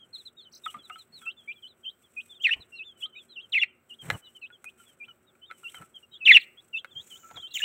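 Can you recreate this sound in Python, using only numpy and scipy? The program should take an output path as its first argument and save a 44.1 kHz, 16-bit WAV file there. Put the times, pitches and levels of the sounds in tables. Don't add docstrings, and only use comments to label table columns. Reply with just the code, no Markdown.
import sys
import numpy as np
from scipy import signal
from scipy.fft import rfft, irfft, next_fast_len
from scipy.io import wavfile
from scipy.ndimage import map_coordinates

SR = 44100
rng = np.random.default_rng(int(sys.argv[2]) if len(sys.argv) > 2 else 0)


def transcribe(signal):
    frames = np.atleast_2d(signal).T
    limited = np.clip(frames, -1, 1)
    pcm = np.round(limited * 32767).astype(np.int16)
    wavfile.write(sys.argv[1], SR, pcm)


N = 336924
TIME_S = np.arange(N) / SR

# frequency in Hz, relative density in dB.
ROOM_TONE = [(25, -31.5), (50, -12.5), (85, -1), (260, -4.5), (370, -4.5), (520, -5), (1000, -13.5),
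             (1400, -6), (1750, -14.5), (2800, -19.5), (3600, -27.5), (4600, -41)]
# centre in Hz, width in Hz, level in dB.
HUM = [(234.4, 11, -80), (369.7, 30, -77)]
# frequency in Hz, t60 in seconds.
ROOM_DECAY = [(200, 0.63), (2500, 0.36), (5000, 0.069), (12000, 0.054)]
# delay in seconds, gain in dB.
WALL_ECHOES = [(.0023, -20.5), (.0041, -16.5), (.0082, -11.5), (0.0098, -20.5)]
# start in seconds, length in seconds, level in dB.
RUSTLES = [(.1, 0.21, -68), (.64, .122, -57), (.85, .213, -65.5), (1.17, .14, -56), (2.1, 0.28, -67.5),
           (2.97, 0.092, -58), (3.21, 0.059, -65.5), (4.0, .22, -53.5), (4.76, .2, -63), (5.5, 0.46, -62),
           (7.03, 0.18, -58.5), (7.53, .13, -56.5)]
# frequency in Hz, relative density in dB.
FEATHER_SPECTRUM = [(600, -34), (1400, -3), (2500, 11), (4800, -5.5), (5600, 5), (6800, 3.5), (8000, 20),
                    (9500, 4.5), (13000, 5), (15500, 1)]
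# start in seconds, length in seconds, level in dB.
RASPS = [(2.415, 0.045, -54), (4.02, .18, -68.5), (6.9, .6, -59), (7.535, 0.05, -37), (7.58, 0.061, -46)]
# frequency in Hz, relative density in dB.
RASP_SPECTRUM = [(2000, -23.5), (5000, -16.5), (6000, -3.5), (7200, 9), (8500, -19.5), (10000, -22.5),
                 (15000, -5)]
# start in seconds, length in seconds, centre in Hz,
# relative level in dB.
BUMPS = [(.73, 0.087, 226, -57.5), (1.037, 0.21, 228, -67.5), (2.523, 0.11, 85, -56.5),
         (4.013, 0.16, 162, -44.5), (4.089, 0.095, 122, -40), (5.779, 0.069, 146, -49.5),
         (6.241, 0.16, 273.6, -55.5), (6.908, 0.14, 147.5, -63.5), (7.331, 0.08, 157.4, -54.5)]
# multiple of the centre, relative density in dB.
BUMP_SPECTRUM = [(.2, -28.5), (.6, -4), (1, 4), (1.5, -11.5), (4, -17.5), (12, -19.5), (30, -43.5)]
# start in seconds, length in seconds, level in dB.
SCUFFS = [(.655, 0.29, -65.5), (.89, 0.046, -48.5), (1.2, 0.14, -58.5), (4.77, 0.098, -65),
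          (5.07, 0.056, -64), (5.49, 0.058, -54), (5.72, 0.16, -55.5), (7.08, 0.4, -62)]
# start in seconds,
# relative peak in dB, ring in Hz.
PECKS = [(0.6604, -23, 1281), (0.6854, -48, 1240), (0.7421, -29.5, 1210), (0.8984, -31.5, 1267),
         (0.9572, -36, 1304), (1.218, -46, 1480), (3.056, -45, 1257), (4.5021, -41.5, 1450),
         (4.8, -45.5, 1380), (5.0828, -42, 1376), (5.3522, -50, 1371), (5.6321, -42.5, 1380)]
# reference centre in Hz, width in Hz, relative gain in dB.
TRAY_MODES = [(770, 29, -1.5), (1339, 25, 22.5), (1620, 430, -3.5), (2304, 284, -0.5)]
# start in seconds, relative level in dB, thud and wire tick in dB on top of it.
KNOCKS = [(4.102, -8.5, -11.5, -27), (4.643, -33.5, -44, 3.5), (5.512, -27.5, -29.5, -40),
          (5.745, -30.5, -18.5, -10.5), (5.822, -44.5, -17.5, 5), (6.846, -25, -21, -29),
          (7.312, -51.5, 19.5, -3.5), (7.371, -39.5, 8, -51)]
# centre in Hz, width in Hz, relative gain in dB.
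CAGE_MODES = [(549, 37, -6.5), (783, 44, -5.5), (1490, 215, 3.5), (1780, 710, -4.5), (2066, 230, 2),
              (2530, 170, -4), (2580, 310, -7.5), (4120, 330, -18.5), (7000, 440, -39.5)]
# frequency in Hz, gain in dB.
THROAT = [(3200, -2), (4100, -5.5), (4900, -24.5), (5600, -6), (6300, -14), (7200, -4), (8500, -5.5),
          (10000, -18), (12000, -34), (14500, 2)]
# start in seconds, length in seconds, centre in Hz, swing each way in Hz,
# swings a second, level in dB.
TRILLS = [(0.515, 0.077, 4968, 952, 39, -48.5), (6.388, 0.058, 3640, 588.6, 26, -45),
          (7.503, .032, 3750, 457, 38, -47.5)]
# start in seconds, length in seconds, slide start in Hz, slide end in Hz,
# relative level in dB.
NOTES = [(2.434, .04, 3250, 2145, -15.5), (2.476, .028, 1996, 1729, -25), (2.506, .034, 2550, 3124, -19),
         (3.52, .032, 3800, 2380, -21.5), (3.549, .041, 2860, 1983, -18), (3.59, .025, 3436, 3420, -28),
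         (3.614, .024, 2935, 2615, -15.5), (6.252, .032, 3550, 2383, -10), (6.282, .04, 2933, 1916, -4.5),
         (6.32, .027, 3532, 3415, -11), (6.344, .031, 2970, 2650, -5), (7.537, .041, 3633, 2646, -27),
         (7.582, 0.016, 3950, 3560, -32.5), (7.601, 0.017, 1760, 1790, -33),
         (7.618, 0.038, 2799, 3080, -19)]
# frequency in Hz, relative density in dB.
GRIT_SPECTRUM = [(1400, -37), (1950, 23), (3700, 19), (4800, -23.5), (8000, -10), (10500, -26.5),
                 (13000, -12.5), (15500, -13.5)]
# start in seconds, length in seconds, top in Hz, level in dB.
FALLING = [(-.007, .068, 3273, -52), (.128, 0.05, 4250, -38), (.165, .066, 4210, -47.5),
           (.251, .043, 4134, -42), (.366, 0.064, 3770, -47), (.402, 0.06, 4320, -55),
           (.447, 0.046, 3110, -51.5), (.635, 0.042, 3760, -39), (.78, .054, 3412, -53),
           (.829, .057, 4020, -51.5), (.979, .057, 4176, -49), (1.12, .091, 4360, -47.5),
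           (1.206, 0.069, 3370, -54), (1.364, .066, 3520, -52.5), (1.551, .054, 3405, -57),
           (1.671, 0.071, 4110, -57.5), (1.83, .075, 3180, -45), (2.03, 0.05, 3450, -62.5),
           (2.29, .065, 3560, -47.5), (2.341, .055, 3640, -52.5), (2.6, .043, 4120, -48.5),
           (2.718, 0.074, 2757, -41.5), (2.75, .059, 4256, -49), (2.839, .1, 3584, -47),
           (3.003, .056, 3347, -42.5), (3.12, 0.054, 3070, -54.5), (3.147, 0.094, 3800, -49),
           (3.287, .076, 4116, -51.5), (3.415, .053, 3265, -49.5), (3.986, .053, 3274, -44.5),
           (4.132, 0.032, 2990, -46.5), (4.216, 0.099, 3020, -52.5), (4.24, .048, 3973, -54.5),
           (4.347, .04, 3094, -47.5), (4.41, .055, 4226, -61), (4.52, 0.05, 3402, -52),
           (5.077, 0.05, 3040, -48), (5.265, 0.051, 3810, -63), (5.455, .08, 3720, -58),
           (5.741, 0.056, 3138, -46), (5.94, .05, 3260, -44), (6.026, 0.029, 2862, -50),
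           (6.112, 0.077, 3846, -48.5), (6.758, .058, 3633, -39), (6.905, .041, 3564, -53),
           (7.44, 0.25, 2780, -54.5)]
# start in seconds, length in seconds, start in Hz,
# turning pitch in Hz, level in dB before the flick's fade.
FLICKING = [(0.671, 0.05, 3400, 2850, -41), (0.905, .075, 2590, 2840, -45.5),
            (1.253, 0.076, 2485, 2700, -33), (1.474, 0.065, 2213, 2361, -31.5),
            (1.621, 0.074, 3510, 2982, -42), (1.846, .072, 2488, 3137, -35),
            (2.163, 0.061, 2590, 2476, -31), (2.396, 0.082, 2575, 3250, -38.5),
            (2.779, 0.077, 2994, 2558, -37), (3.02, 0.053, 2465, 3097, -29.5),
            (3.149, 0.061, 2138, 2490, -43), (3.354, 0.075, 3386, 2722, -36.5),
            (3.894, 0.066, 3293, 2824, -41.5), (4.413, 0.072, 2986, 2530, -39),
            (4.652, 0.057, 2475, 2486, -38.5), (4.998, 0.069, 2450, 2379, -38.5),
            (5.413, 0.064, 2923, 3067, -49), (5.636, 0.075, 2973, 2720, -35.5),
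            (6.127, .06, 2916, 3260, -46), (6.203, 0.079, 2797, 2550, -35), (6.569, 0.048, 3013, 3348, -48),
            (6.728, 0.08, 2954, 2608, -28), (6.95, 0.08, 3043, 3227, -36), (7.097, 0.098, 3554, 2976, -44),
            (7.355, 0.075, 4250, 3230, -38.5), (7.417, 0.079, 3316, 3067, -37.5)]

HISS_MEAN_DB, FIDGET_MEAN_DB = -79.5, -77
NOTE_ATTACK_S, NOTE_RELEASE_S, NOTE_SWELL_DB = .0052, .0045, 3.5
CHIRP_GAP_S = .1
CHIRP_EASE_S, CHIRP_EASE_DB, CHIRP_EASE_SHARE = .018, -16.5, .12
CRACK_S, LEAP_S, CRACK_HZ = .006, .004, 1920
REST_HZ, FALL_SHARE, CREST_SHARE = 2700, .64, .2
FAINT_PER_S = 3
FAINT_LENGTH_S, FAINT_TOP_HZ, FAINT_DB = (.05, .085), (2950, 3500), (-68, -61)
TURN_SHARE, FLICK_TOP_HZ, FLICK_LATENESS = .39, 4120, 1.5
FLICK_DB_PER_OCTAVE = -19
MIC_TOP_HZ = 15800


def amp(db):
    return 10 ** (np.asarray(db) / 20)


def unit(x):
    return x / np.sqrt(np.mean(x ** 2) + 1e-20)


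def along(points, hz):
    f, v = np.transpose(points)
    return np.interp(np.log(hz + 1), np.log(f + 1), v)


def filtered(x, response):
    size = next_fast_len(len(x) + 8192)
    spectrum = rfft(x, size) * response(np.fft.rfftfreq(size, 1 / SR))
    return irfft(spectrum, size)[:len(x)]


def noise(spectrum, size=N):
    return unit(filtered(rng.standard_normal(size), lambda hz: amp(along(spectrum, hz))))


def wobble(knots_per_s, size=N):
    position = np.arange(size) * knots_per_s / SR + 2
    return map_coordinates(rng.standard_normal(4096), [position], mode="wrap")


def add(track, start_s, sound):
    start = round(start_s * SR)
    part = sound[max(-start, 0):max(N - start, 0)]
    track[max(start, 0):][:len(part)] += part


def swells(rows):
    return sum(amp(db) * np.abs(np.sin(np.pi * np.clip((TIME_S - start_s) / length_s, 0, 1)))
               for start_s, length_s, db in rows)


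def progress(length_s):
    return np.arange(int(length_s * SR)) / (length_s * SR)


def ring(push, modes):
    def body(f):
        return sum((-1) ** k * amp(db) * 1j * f * w / (c * c - f * f + 1j * f * w)
                   for k, (c, w, db) in enumerate(modes))
    out = filtered(push, body)
    return out / np.abs(out).max()


def room_tone():
    return amp(-70.5 + wobble(6.3)) * noise(ROOM_TONE)


def drone():
    def band(hz, width_hz):
        white = rng.standard_normal(N)
        return unit(filtered(white, lambda f: np.exp(-((f - hz) / width_hz) ** 2)))
    return sum(amp(db) * band(hz, width_hz) for hz, width_hz, db in HUM)


def high_hiss():
    spectrum = [(5000, -16), (7200, -16.5), (8000, 1.5), (9200, -21.5), (15000, -6.5)]  # Hz, dB
    return amp(HISS_MEAN_DB + 3.6 * wobble(1) + 2.7 * wobble(8.2)) * noise(spectrum)


def feathers():
    flutter = amp(3.5 * wobble(130) + 3 * wobble(25))
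    restless_db = 7 * np.tanh(2 * wobble(11))
    fidget = amp(FIDGET_MEAN_DB + restless_db)
    return (swells(RUSTLES) + fidget) * unit(noise(FEATHER_SPECTRUM) * flutter)


def rasps():
    return swells(RASPS) * unit(noise(RASP_SPECTRUM) * amp(2.5 * wobble(230)))


def air_bumps():
    puffs = sum(swells([(start_s, length_s, db)]) * noise(np.array(BUMP_SPECTRUM) * [hz, 1])
                for start_s, length_s, hz, db in BUMPS)
    return puffs * amp(1.9 * wobble(77))


def burst(t60_s):
    t = np.arange(SR // 4) / SR
    return amp(-60 * t / t60_s) * rng.standard_normal(len(t))


def blow(scrape, t60_s):
    push = scrape * burst(t60_s)
    push[0] += 1
    return push


def soft(push):
    return filtered(push, lambda hz: amp(along([(2600, 6), (3600, 6), (6000, -18)], hz)))


def scuffs():
    claws = (rng.random(N) < 400 / SR) * rng.standard_normal(N) * amp(6.7 * wobble(55))
    return swells(SCUFFS) * unit(ring(soft(claws), TRAY_MODES))


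def pecks():
    out = np.zeros(N)
    for start_s, db, hz in PECKS:
        modes = np.array(TRAY_MODES) * [hz / TRAY_MODES[1][0], 1, 1]
        add(out, start_s, amp(db - 4.5) * ring(soft(blow(scrape=.25, t60_s=.026)), modes))
    return out


def cage_knocks():
    out = np.zeros(N)
    thud_modes = [(205, 69, 6), (540, 60, -24), (796, 270, 14)]  # Hz, width Hz, dB
    tick_response = [(3000, -48), (5000, -9), (8000, 1), (15000, -8)]  # Hz, dB
    for start_s, db, thud_db, tick_db in KNOCKS:
        thud = ring(blow(scrape=.092, t60_s=.058), thud_modes)
        tick = filtered(burst(.02), lambda hz: amp(along(tick_response, hz)))
        body = ring(blow(scrape=.09, t60_s=.018), CAGE_MODES)
        knock = amp(db - 5) * body
        knock += amp(db + thud_db - 5.5) * thud
        knock += amp(db + tick_db - 8.5) * tick
        add(out, start_s, knock)
    return out


def whistle(pitch_hz, jitter, overtone_db, slope_db):
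    unsteady_hz = pitch_hz * (1 + jitter * wobble(700, len(pitch_hz)))
    phase = 2 * np.pi * np.cumsum(unsteady_hz) / SR
    orders = np.arange(2, 7)[:, None]
    gains = amp(overtone_db + slope_db * np.log2(orders / 2) + along(THROAT, orders * pitch_hz))
    return np.sin(phase) + np.sum(gains * np.sin(orders * phase), axis=0)


def budgerigar_trills():
    out = np.zeros(N)
    for start_s, length_s, centre_hz, swing_hz, swings_per_s, db in TRILLS:
        u = progress(length_s)
        pitch_hz = centre_hz - swing_hz * np.cos(2 * np.pi * swings_per_s * length_s * u)
        tone = whistle(pitch_hz, jitter=.043, overtone_db=-16, slope_db=-1.5)
        add(out, start_s, amp(db) * np.sin(np.pi * u) * tone)
    return out


def budgerigar_chirps():
    out = np.zeros(N)
    intervals_s = np.diff([note[0] for note in NOTES], prepend=0)
    for (start_s, length_s, start_hz, end_hz, db), interval_s in zip(NOTES, intervals_s):
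        u = progress(length_s)
        elapsed_s, left_s = length_s * u, length_s * (1 - u)
        opens_chirp = interval_s > CHIRP_GAP_S
        ease = np.clip(1 - elapsed_s / CHIRP_EASE_S, 0, 1) ** 2 * opens_chirp
        leap = np.clip(1 - elapsed_s / LEAP_S, 0, 1) ** 2 * (not opens_chirp)
        crack = np.clip(1 - left_s / CRACK_S, 0, 1)
        slide_hz = start_hz * (end_hz / start_hz) ** u * (1 + CHIRP_EASE_SHARE * ease)
        pitch_hz = slide_hz + (CRACK_HZ - slide_hz) * np.maximum(crack, leap)

        gate = np.clip(np.minimum(elapsed_s / NOTE_ATTACK_S, left_s / NOTE_RELEASE_S), 0, 1)
        tremble_db = 1.4 * wobble(220, len(u))
        swell_db = NOTE_SWELL_DB * (u - 1) + CHIRP_EASE_DB * ease + tremble_db
        swell = np.sin(np.pi / 2 * gate) * amp(swell_db)

        hoarse = np.maximum(np.interp(pitch_hz, [1700, 2400], [1, 0]) ** 2, crack)
        tone = whistle(pitch_hz, jitter=.012 + .04 * hoarse,
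                       overtone_db=-25 + 22 * hoarse, slope_db=-17 - 20 * hoarse)
        grit = amp(-26 + 15 * hoarse) * noise(GRIT_SPECTRUM, len(u))
        add(out, start_s, amp(db - 1) * swell * (tone + grit))
    return out


def falling_rows():
    chance = rng.random((int(FAINT_PER_S * N / SR), 4))
    low, high = np.transpose([(0, N / SR), FAINT_LENGTH_S, FAINT_TOP_HZ, FAINT_DB])
    return np.vstack([FALLING, low + (high - low) * chance])


def falling_peeps():
    out = np.zeros(N)
    for start_s, length_s, top_hz, db in falling_rows():
        u = progress(length_s)
        arch = np.hypot(u - CREST_SHARE, .25) - .25
        pitch_hz = top_hz + FALL_SHARE * (REST_HZ - top_hz) * arch / arch[-1]
        swell = np.sin(np.pi * u ** .8) ** 1.5
        tone = whistle(pitch_hz, jitter=.005, overtone_db=-20.5, slope_db=-12)
        add(out, start_s, amp(db) * swell * tone)
    return out


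def flicking_peeps():
    out = np.zeros(N)
    for start_s, length_s, start_hz, turn_hz, db in FLICKING:
        u = progress(length_s)
        bend = np.clip(1 - u / TURN_SHARE, 0, 1) ** 2
        rise = np.clip((u - TURN_SHARE) / (1 - TURN_SHARE), 0, 1)
        flick = np.sin(np.pi / 2 * rise ** FLICK_LATENESS) ** 2
        pitch_hz = (turn_hz + (start_hz - turn_hz) * bend) * (FLICK_TOP_HZ / turn_hz) ** flick
        swell = np.sin(np.pi * u ** .75) ** 1.7
        fade_db = FLICK_DB_PER_OCTAVE * flick * np.log2(FLICK_TOP_HZ / turn_hz)
        tone = whistle(pitch_hz, jitter=.005 + .017 * flick, overtone_db=-31, slope_db=-12.5)
        add(out, start_s, amp(db + fade_db) * swell * tone)
    return out


def space(x, box_db, box_t60_s, room_db):
    hz, t, z = signal.stft(rng.standard_normal(SR // 2), SR, nperseg=256)
    decay = amp(-60 * t / along(ROOM_DECAY, hz)[:, None])
    tail = signal.istft(z * decay, SR, nperseg=256)[1]
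    t = np.arange(len(tail)) / SR
    box = rng.standard_normal(len(t)) * amp(-60 * t / box_t60_s) * (t > .004)
    echo = amp(box_db) * box / np.linalg.norm(box)
    echo += amp(room_db) * tail / np.linalg.norm(tail)
    for delay_s, db in WALL_ECHOES:
        echo[round(delay_s * SR)] += amp(db)
    return x + signal.fftconvolve(x, echo)[:N]


def scene():
    background = room_tone() + drone() + high_hiss()
    shuffling = feathers() + rasps() + air_bumps()
    contacts = scuffs() + pecks() + cage_knocks()
    budgerigars = budgerigar_trills() + budgerigar_chirps()
    chicks = falling_peeps() + flicking_peeps()
    near = space(contacts + budgerigars + chicks, box_db=-17, box_t60_s=.081, room_db=-31)
    return (background + shuffling + near)[None]


def record(dry):
    response = [(4200, 1.5), (4950, -3.5), (5500, 0)]  # Hz, dB
    return filtered(dry[0], lambda hz: amp(along(response, hz)) * (hz < MIC_TOP_HZ))[None]


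dry = scene()
out = record(dry)
transcribe(out)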